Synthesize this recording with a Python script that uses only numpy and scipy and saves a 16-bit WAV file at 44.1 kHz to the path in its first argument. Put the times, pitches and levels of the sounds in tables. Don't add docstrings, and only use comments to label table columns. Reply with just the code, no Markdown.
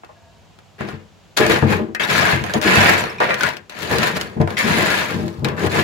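import sys
import numpy as np
from scipy import signal
from scipy.fft import rfft, irfft, next_fast_len
from scipy.io import wavfile
from scipy.ndimage import map_coordinates

SR = 44100
rng = np.random.default_rng(int(sys.argv[2]) if len(sys.argv) > 2 else 0)


def file_out(sig):
    cols = np.atleast_2d(sig).T
    lim = np.clip(cols, -1, 1)
    pcm = np.round(lim * 32767).astype(np.int16)
    wavfile.write(sys.argv[1], SR, pcm)


N = 257103

# f/Hz, level/dB
AIR_SPECTRUM = [(15, -95), (25, -42), (48, -2), (108, -3.5), (130, -14.5), (145, -3), (285, -17.5),
                (677, -15.5), (1940, -26.5), (2690, -24), (2990, -24.5), (6050, -32), (7310, -31.5),
                (8590, -42), (16000, -48)]
# f/Hz, level/dB
FAINT_TONES = [(668, -49.5), (920, -55), (1660, -60)]
# t/s, tick level/dB, tap level/dB
TICKS = [(0.0348, -60, -32), (0.047, -43, -42), (0.588, -43.5, -40.5), (0.808, -34.5, -21.5),
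         (0.8872, -35, -29), (1.3738, -24, -13), (1.465, -13, -15), (1.5597, -24, -12), (1.6249, -42, -18),
         (1.9485, -19.5, -25), (2.439, -22.5, -18), (2.495, -36, -33), (2.5372, -15.5, -28),
         (2.6148, -18, -24), (3.0391, -24, -15), (3.2027, -23, -16), (3.3424, -17.5, -32),
         (3.4091, -17, -44), (3.4336, -14.5, -18), (3.4887, -19.5, -30), (3.5682, -26, -35),
         (3.696, -28, -38.5), (3.8299, -22.5, -35.5), (3.984, -14, -37), (4.0309, -13.5, -15.5),
         (4.168, -21, -20), (4.212, -15, -35), (4.4142, -28.5, -21.5), (4.475, -30, -17.5),
         (4.5048, -27.5, -21), (5.2801, -30, -30), (5.446, -15, -38), (5.4856, -25, -24)]
# f/Hz, level/dB
TICK_SPECTRUM = [(300, -18), (1500, 20), (4000, 16.5), (7000, 8.5), (9000, 3.5), (12000, -0.5), (16000, -1)]
TAP_SPECTRUM = [(100, -21.5), (400, 0.5), (800, -0.5), (1600, -4.5), (2500, -13.5), (4000, -32),
                (8000, -41), (16000, -51)]
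RATTLE_SPECTRUM = [(100, -37), (400, 3.5), (900, -21), (1600, 3), (2500, -6), (4000, -18), (8000, -26),
                   (16000, -43)]
# f/Hz, t60/s
WALL_DECAY = [(200, 0.056), (1500, 0.18), (4000, 0.065), (12000, 0.064)]
# t/s, level/dB, f/Hz
HOLLOW_KNOCKS = [(0.091, -26.5, 770), (1.405, -16, 506), (1.625, -5.5, 751), (1.724, -12, 524),
                 (1.948, -12.5, 1968), (1.997, -6, 2225), (2.538, -5.5, 589), (3.203, 0, 956),
                 (3.218, -0.5, 647), (3.293, -4, 542), (3.305, -1, 1599), (3.405, -14, 1550),
                 (3.432, -10, 1507), (4.367, -21, 608), (4.402, -6, 699), (4.477, -22, 756),
                 (4.569, -10, 2180), (4.594, -3.5, 1666), (5.578, -12, 1660)]
# t/s, build-up/s, hold/s, settling t60/s, crunch level/dB, grit level/dB,
# pressure on the tray/dB, balance/dB
SHOVES = [(0.783, 0.035, .003, 0.24, -30.5, -50, -30, 2.5), (0.857, 0.03, 0.0067, 0.32, -33, -50, -31, 2.5),
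          (1.366, .008, 0.011, 0.09, -17, -22.5, -39, 7.5),
          (1.387, 0.017, 0.024, 0.4, -17, -31.5, -14.5, 5.5),
          (1.474, 0.034, 0.0088, 0.44, -15, -27, -15.5, 3.5),
          (1.668, 0.054, 0.0069, .28, -19, -34.5, -14, 3),
          (1.997, 0.0039, 0.044, 0.19, -20, -34.5, -29.5, 7),
          (2.07, 0.033, 0.074, 0.39, -16.5, -28, -21.5, 4), (2.164, 0.036, 0.12, 0.42, -16, -31.5, -23, 6),
          (2.436, .004, 0.068, 0.34, -30, -45.5, -32.5, 0),
          (2.54, 0.0031, 0.022, 0.17, -24.5, -38.5, -19.5, -1),
          (2.621, 0.0046, .03, 0.25, -20.5, -31, -34, 8), (2.646, .025, 0.044, 0.65, -13.5, -30, -16, 0),
          (2.698, 0.061, .14, 0.6, -12, -27.5, -17.5, -0.5),
          (2.967, 0.016, .02, 0.43, -24.5, -33.5, -31, 2.5), (3.198, 0.011, 0.041, 0.39, -20, -48, -27, 1),
          (3.285, .006, 0.028, 0.27, -20, -48, -32, 0.5), (3.371, 0.078, 0.022, .28, -19.5, -35, -28, 5.5),
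          (3.695, 0.0088, 0.048, 0.25, -38, -50.5, -52, 6.5),
          (3.743, 0.085, 0.076, .3, -29, -38.5, -29, 7.5), (3.891, 0.022, 0.05, 0.84, -21.5, -34, -18, 2.5),
          (3.987, 0.037, 0.058, 0.26, -19.5, -32, -45, 3.5),
          (4.143, 0.024, 0.0094, 0.068, -24.5, -31.5, -23, 2.5),
          (4.198, 0.003, 0.0078, 0.44, -30, -38, -30, 0), (4.481, 0.0094, 0.05, .2, -38, -48, -27, 2.5),
          (4.568, 0.012, 0.032, 0.41, -23, -28.5, -30, 5),
          (4.622, 0.056, 0.15, 0.38, -18.5, -30, -17.5, 2.5),
          (4.807, 0.053, 0.15, 0.52, -19.5, -31, -27.5, 2.5),
          (5.083, 0.017, 0.01, 0.49, -27, -37.5, -22.5, 3), (5.124, 0.028, 0.08, 1, -47.5, -47.5, -30, 1.5),
          (5.443, 0.0061, 0.022, 0.34, -27.5, -54, -16.5, 5.5),
          (5.567, 0.086, 0.017, 0.074, -24.5, -35, -14.5, 3),
          (5.693, 0.065, 0.043, 0.38, -19, -30.5, -17.5, 1)]
# f/Hz, level/dB
CRUNCH_SPECTRUM = [(60, -68.5), (250, -11), (620, -2.5), (900, -4.5), (1250, -5), (1700, 0), (2400, -1),
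                   (3000, -8), (4000, -12), (5500, -22), (9000, -35.5), (16000, -36.5)]
GRIT_SPECTRUM = [(500, -42), (2500, 5), (4000, 7), (5500, -1), (7200, 0), (8500, -8.5), (10500, -5),
                 (13000, -9), (16000, -15)]
FLOOR_SPECTRUM = [(30, -10), (70, -17.5), (110, 3.5), (200, 8.5), (270, -1.5), (450, 4), (700, -14.5),
                  (1200, -6.5), (4000, -46)]
# f/Hz, width/Hz, level/dB
PANEL_MODES = [(592, 28, 3.5), (705, 29, -9), (765, 26, -7), (982, 26, 4.5), (1235, 27, -3), (1618, 73, 0),
               (1780, 55, -10)]
# f/Hz, level/dB, t60/s, balance/dB
TRAY_MODES = [(94.6, 5.5, 0.27, 7.5), (142.4, 3.5, 0.13, 14.5), (175.2, -3, 0.088, 12.5),
              (218, 1.5, 0.42, 13), (312, -3.5, 0.27, 20), (332.6, 3, 0.3, 9), (382.5, 1, 0.47, 2.5),
              (448, 8.5, 0.24, 1), (500, -6, 0.46, 4), (609.6, 2, 0.28, -13), (682, -6.5, 0.54, 11),
              (770, -1, 0.16, 17.5), (833, 8.5, 0.066, 16), (987, 6.5, 0.13, -6), (1037, 1.5, 0.18, -10),
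              (1206, 4.5, 0.065, 10.5)]
# t/s, level/dB, favoured f/Hz
TRAY_BUMPS = [(0.806, -16.5, 199.6), (0.93, -24, 148), (1.399, -6.5, 438), (1.492, -10.5, 451),
              (1.624, -5, 132.4), (1.646, -10.5, 200), (1.79, -14.5, 382), (1.809, -13.5, 221),
              (1.887, -24.5, 229), (2.33, -12.5, 138), (2.41, -16.5, 120), (2.555, -11.5, 225),
              (2.651, -11, 320), (2.773, -9.5, 121), (3.204, -15.5, 501), (3.919, -14.5, 470),
              (4.365, -14.5, 180), (4.4, -4, 156), (4.643, -13.5, 228), (5.142, -14, 173),
              (5.185, -13.5, 200), (5.233, -14, 172), (5.384, -21.5, 106), (5.422, -14, 137),
              (5.631, -16.5, 377), (5.773, -14, 323)]
# t/s, f/Hz, level/dB
CLINKS = [(1.376, 3900, -25), (1.997, 2137, -21), (2.035, 3690, -20), (2.286, 1530, -21),
          (2.497, 1636, -23), (2.541, 6670, -30.5), (2.807, 5550, -22), (2.989, 7400, -29),
          (3.097, 5280, -37), (3.184, 2460, -31), (3.408, 1523, -19.5), (3.434, 1494, -16.5),
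          (4.572, 2080, -17.5), (4.941, 1660, -18.5), (5.447, 2450, -22.5)]
# multiple of its pitch, level/dB
SHARD_MODES = [(0.999, 6.5), (1.51, -7.5), (2.2, -9)]
# f/Hz, balance/dB
MIC_BALANCE = [(200, 11.5), (600, -1), (1500, 0), (4400, 1), (7000, -3), (10500, -9), (12500, -2),
               (15000, 2)]

FAINT_PEAK_S, FAINT_RISE_S, FAINT_FADE_S = 0.18, 0.25, 1
SHOVE_BITE_DB = -12
GRIT_SETTLES, TRAY_SETTLES = 0.79, 1.47
REBOUND_S, REBOUND_DB = 0.03, -9.5
LOW_CUT_HZ, TOP_HZ = 68, 15800


def amp(db):
    return 10 ** (np.asarray(db) / 20)


def unit(x):
    return x / np.sqrt(np.mean(x ** 2) + 1e-20)


def along(points, hz):
    f, values = np.transpose(points)
    return np.interp(np.log(hz + 1), np.log(f + 1), values)


def sides(balance_db):
    return amp(np.array([[.5], [-.5]]) * balance_db)


def wobble(rate):
    knots = rng.standard_normal(int(N * rate / SR) + 4)
    return map_coordinates(knots, [np.arange(N) * rate / SR])


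def colour(x, spectrum):
    size = 2048
    cepstrum = irfft(np.log(amp(along(spectrum, np.fft.rfftfreq(size, 1 / SR)))))
    cepstrum[1:size // 2] *= 2
    cepstrum[size // 2 + 1:] = 0
    impulse = irfft(np.exp(rfft(cepstrum)))
    return signal.oaconvolve(x, impulse[None], axes=1)[:, :x.shape[1]]


def equalise(x, response):
    size = next_fast_len(N + SR // 4)
    return irfft(rfft(x, size) * response(np.fft.rfftfreq(size, 1 / SR)), size)[:, :N]


def add(track, s, sound):
    part = track[:, max(round(s * SR), 0):][:, :sound.shape[-1]]
    part += sound[..., :part.shape[1]]


def outdoor_air():
    air = rng.standard_normal(N) + 1.12 * rng.standard_normal((2, N))
    return amp(-50 + wobble(3.06)) * unit(colour(air, AIR_SPECTRUM)) * sides(0.28)


def faint_tones():
    out, t = np.zeros(N), np.arange(N) / SR
    swell_db = -60 * np.maximum((FAINT_PEAK_S - t) / FAINT_RISE_S, (t - FAINT_PEAK_S) / FAINT_FADE_S)
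    for hz, db in FAINT_TONES:
        waver = wobble(60) + 1j * wobble(60)
        out += amp(db + swell_db) * np.real(waver * np.exp(2j * np.pi * hz * t))
    return out


def ticks_and_taps():
    ticks, taps, t = np.zeros((2, N)), np.zeros((2, N)), np.arange(SR // 5) / SR
    tap_fade = amp(-60 * t / 0.025) + 0.13 * amp(-60 * t / 0.31)
    for s, tick_db, tap_db in TICKS:
        noise = rng.standard_normal((4, len(t)))
        add(ticks, s, noise[:2] * amp(tick_db - 10 - 60 * t / 0.022))
        add(taps, s, noise[2:] * amp(tap_db + 13) * tap_fade)
    return colour(ticks, TICK_SPECTRUM) + colour(taps, TAP_SPECTRUM)


def wall_echo(x):
    hz, t, noise = signal.stft(rng.standard_normal((2, SR // 3)), SR, nperseg=256)
    fade = amp(-60 * t / along(WALL_DECAY, hz)[:, None])
    _, tail = signal.istft(noise * fade, SR, nperseg=256)
    tail = np.pad(tail / np.linalg.norm(tail[0]), ((0, 0), (SR // 500, 0)))
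    return signal.fftconvolve(x, tail, axes=1)[:, :N]


def hollow_knocks():
    out, t = np.zeros((2, N)), np.arange(SR // 5) / SR
    modes = 14
    for s, db, pitch_hz in HOLLOW_KNOCKS:
        detune, damping, right, left = rng.standard_normal((modes, 4)).T[:, :, None]
        offset = np.tanh(detune)
        hz = pitch_hz * np.exp(0.51 * offset)
        t60 = 0.16 * np.exp(np.tanh(damping) / 4)
        fade = amp(-5 * np.abs(offset) - 60 * t / t60)
        mic_phases = np.pi * np.array([left, right])
        ring = np.sum(fade * np.sin(2 * np.pi * hz * t + mic_phases), axis=1)
        ring *= 1 - np.exp(-t * pitch_hz)
        rattle = colour(rng.standard_normal((2, len(t))) * amp(-60 * t / 0.27), RATTLE_SPECTRUM)
        add(out, s, amp(db - 10) * (ring / np.sqrt(modes / 2) + 0.55 * rattle))
    return out


def shove_envelopes():
    power = np.zeros((3, N))
    settle_scale = np.array([[1], [GRIT_SETTLES], [TRAY_SETTLES]])
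    for s, build_s, hold_s, t60, *levels_db, _ in SHOVES:
        t = np.arange(int((build_s + hold_s + 1.5 * t60) * SR)) / SR
        push_db = SHOVE_BITE_DB * np.maximum(1 - t / build_s, 0)
        settle_db = -60 * np.maximum(t - build_s - hold_s, 0) / (t60 * settle_scale)
        add(power, s, amp(np.array(levels_db)[:, None] + push_db + settle_db) ** 2)
    return np.sqrt(power)


def hand_balance():
    s, build_s, *_, balance_db = np.transpose(SHOVES)
    return np.interp(np.arange(N) / SR, s + build_s, balance_db)


def contacts(rate, spread_db):
    size, left, right = rng.standard_normal((int(rate * N / SR), 3)).T
    starts = rng.integers(0, N, len(size))
    strength = amp(spread_db * np.minimum(size, 2))
    return np.array([np.bincount(starts, strength * pickup, N) for pickup in (left, right)])


def scraping(crunch, grit):
    slips = amp(0.7 * wobble(120))
    coarse = unit(colour(contacts(rate=4000, spread_db=-1), CRUNCH_SPECTRUM))
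    fine = unit(colour(contacts(rate=11000, spread_db=-4), GRIT_SPECTRUM))
    t = np.arange(SR // 50) / SR
    crack = rng.standard_normal((2, len(t))) * amp(-60 * t / 0.026)
    edges = signal.oaconvolve(contacts(rate=55, spread_db=1), crack, axes=1)[:, :N]
    fine += 0.55 * unit(colour(edges, GRIT_SPECTRUM))
    coarse += 0.3 * unit(colour(edges, CRUNCH_SPECTRUM))
    return slips * (amp(-3) * crunch * coarse + amp(1) * grit * fine)


def singing_panels(scrape):
    def response(f):
        return sum(amp(db) * 1j * f * width / (hz ** 2 - f ** 2 + 1j * f * width)
                   for hz, width, db in PANEL_MODES)
    return equalise(scrape, response)


def shard_note(hz, right_phase, t60_at_1khz):
    t = np.arange(SR // 10) / SR
    fade = amp(-60 * t * np.sqrt(hz / 1000) / t60_at_1khz)
    return fade * np.sin(2 * np.pi * hz * t + np.array([[0], [right_phase]]))


def jostling(push, centre_hz, scatter, spectrum, rate, level_db):
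    out = np.zeros((2, N))
    hits = rng.standard_normal((int(rate * N / SR), 3))
    for start, (detune, strength, phase) in zip(rng.integers(0, N, len(hits)), hits):
        hz = min(centre_hz * np.exp(scatter * detune), SR / 2)
        db = level_db + 0.7 * along(spectrum, hz) + 3 * min(strength, 1)
        add(out, start / SR, push[start] * amp(db) * shard_note(hz, 2 * phase, t60_at_1khz=0.11))
    return out


def tray_ring(weights_db, chance_db):
    t = np.arange(SR // 3) / SR
    ring = np.zeros((2, len(t)))
    for (hz, db, t60, balance_db), weight_db in zip(TRAY_MODES, weights_db):
        mic_phases = np.array([[1], [-1]]) * rng.normal() * min(hz / 1600, 2)
        fade = amp(db + weight_db + chance_db * rng.normal() - 60 * t / t60)
        ring += sides(balance_db) * fade * np.sin(2 * np.pi * hz * t + mic_phases)
    return ring


def tray_drone(pressure):
    out, hz = np.zeros((2, N)), np.transpose(TRAY_MODES)[0]
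    force = rng.standard_normal(N) * pressure
    hop = SR // 4
    for start in range(0, N, hop):
        ring = tray_ring(-np.log2(hz / hz[0]), chance_db=1)
        ring /= np.sqrt(np.sum(ring ** 2) / 2)
        add(out, start / SR, signal.fftconvolve(force[None, start:start + hop], ring, axes=1))
    noise = rng.standard_normal(N) + 0.6 * rng.standard_normal((2, N))
    rumble = unit(colour(noise, FLOOR_SPECTRUM))
    return amp(-7.5) * out + amp(-4.5) * pressure * rumble * sides(5.3)


def tray_bumps():
    out, hz = np.zeros((2, N)), np.transpose(TRAY_MODES)[0]
    for s, db, pitch_hz in TRAY_BUMPS:
        for bounce in (0, 1):
            ring = tray_ring(-9.5 * np.abs(np.log2(hz / pitch_hz)), chance_db=2)
            t = np.arange(ring.shape[1]) / SR
            ring *= 1 - np.exp(-t / 0.0031)
            ring /= np.abs(ring.mean(axis=0)).max()
            push = np.sin(2 * np.pi * pitch_hz * t) * amp(-60 * t / 0.21)
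            add(out, s + bounce * REBOUND_S, amp(db - 2 + bounce * REBOUND_DB) * (ring + 0.53 * push))
    return out


def shard_clinks():
    out = np.zeros((2, N))
    for s, hz, db in CLINKS:
        for bounce, (detune, phase) in enumerate(rng.standard_normal((3, 2))):
            pitch_hz = hz * (1 + 0.03 * detune * min(bounce, 1))
            note = sum(amp(mode_db) * shard_note(pitch_hz * multiple, phase, t60_at_1khz=0.059)
                       for multiple, mode_db in SHARD_MODES)
            add(out, s + 0.004 * bounce, amp(db - 2.5 - 1.6 * bounce) * note)
    return out


def scene():
    crunch, grit, pressure = shove_envelopes()
    large = jostling(crunch, centre_hz=1510, scatter=0.59, spectrum=CRUNCH_SPECTRUM,
                     rate=150, level_db=-4)
    small = jostling(grit, centre_hz=6060, scatter=0.31, spectrum=GRIT_SPECTRUM, rate=98, level_db=1)
    scrape = scraping(crunch, grit)
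    clatter = scrape + amp(-2) * singing_panels(scrape) + large + small
    clatter += ticks_and_taps() + hollow_knocks() + shard_clinks()
    clatter *= sides(hand_balance())
    clatter += amp(-7.5) * wall_echo(clatter)
    clatter = equalise(clatter, lambda f: sides(along(MIC_BALANCE, f)))
    left, right = tray_drone(pressure) + tray_bumps()
    steel = np.array([np.pad(left, (SR // 3500, 0))[:N], right])
    return clatter + steel + outdoor_air() + faint_tones()


def record(dry):
    low_cut = signal.sosfilt(signal.butter(3, LOW_CUT_HZ, "highpass", fs=SR, output="sos"), dry)
    rounded = low_cut / (1 + np.abs(low_cut) ** 6) ** (1 / 6)
    return equalise(rounded, lambda f: f < TOP_HZ)


dry = scene()
out = record(dry)
file_out(out)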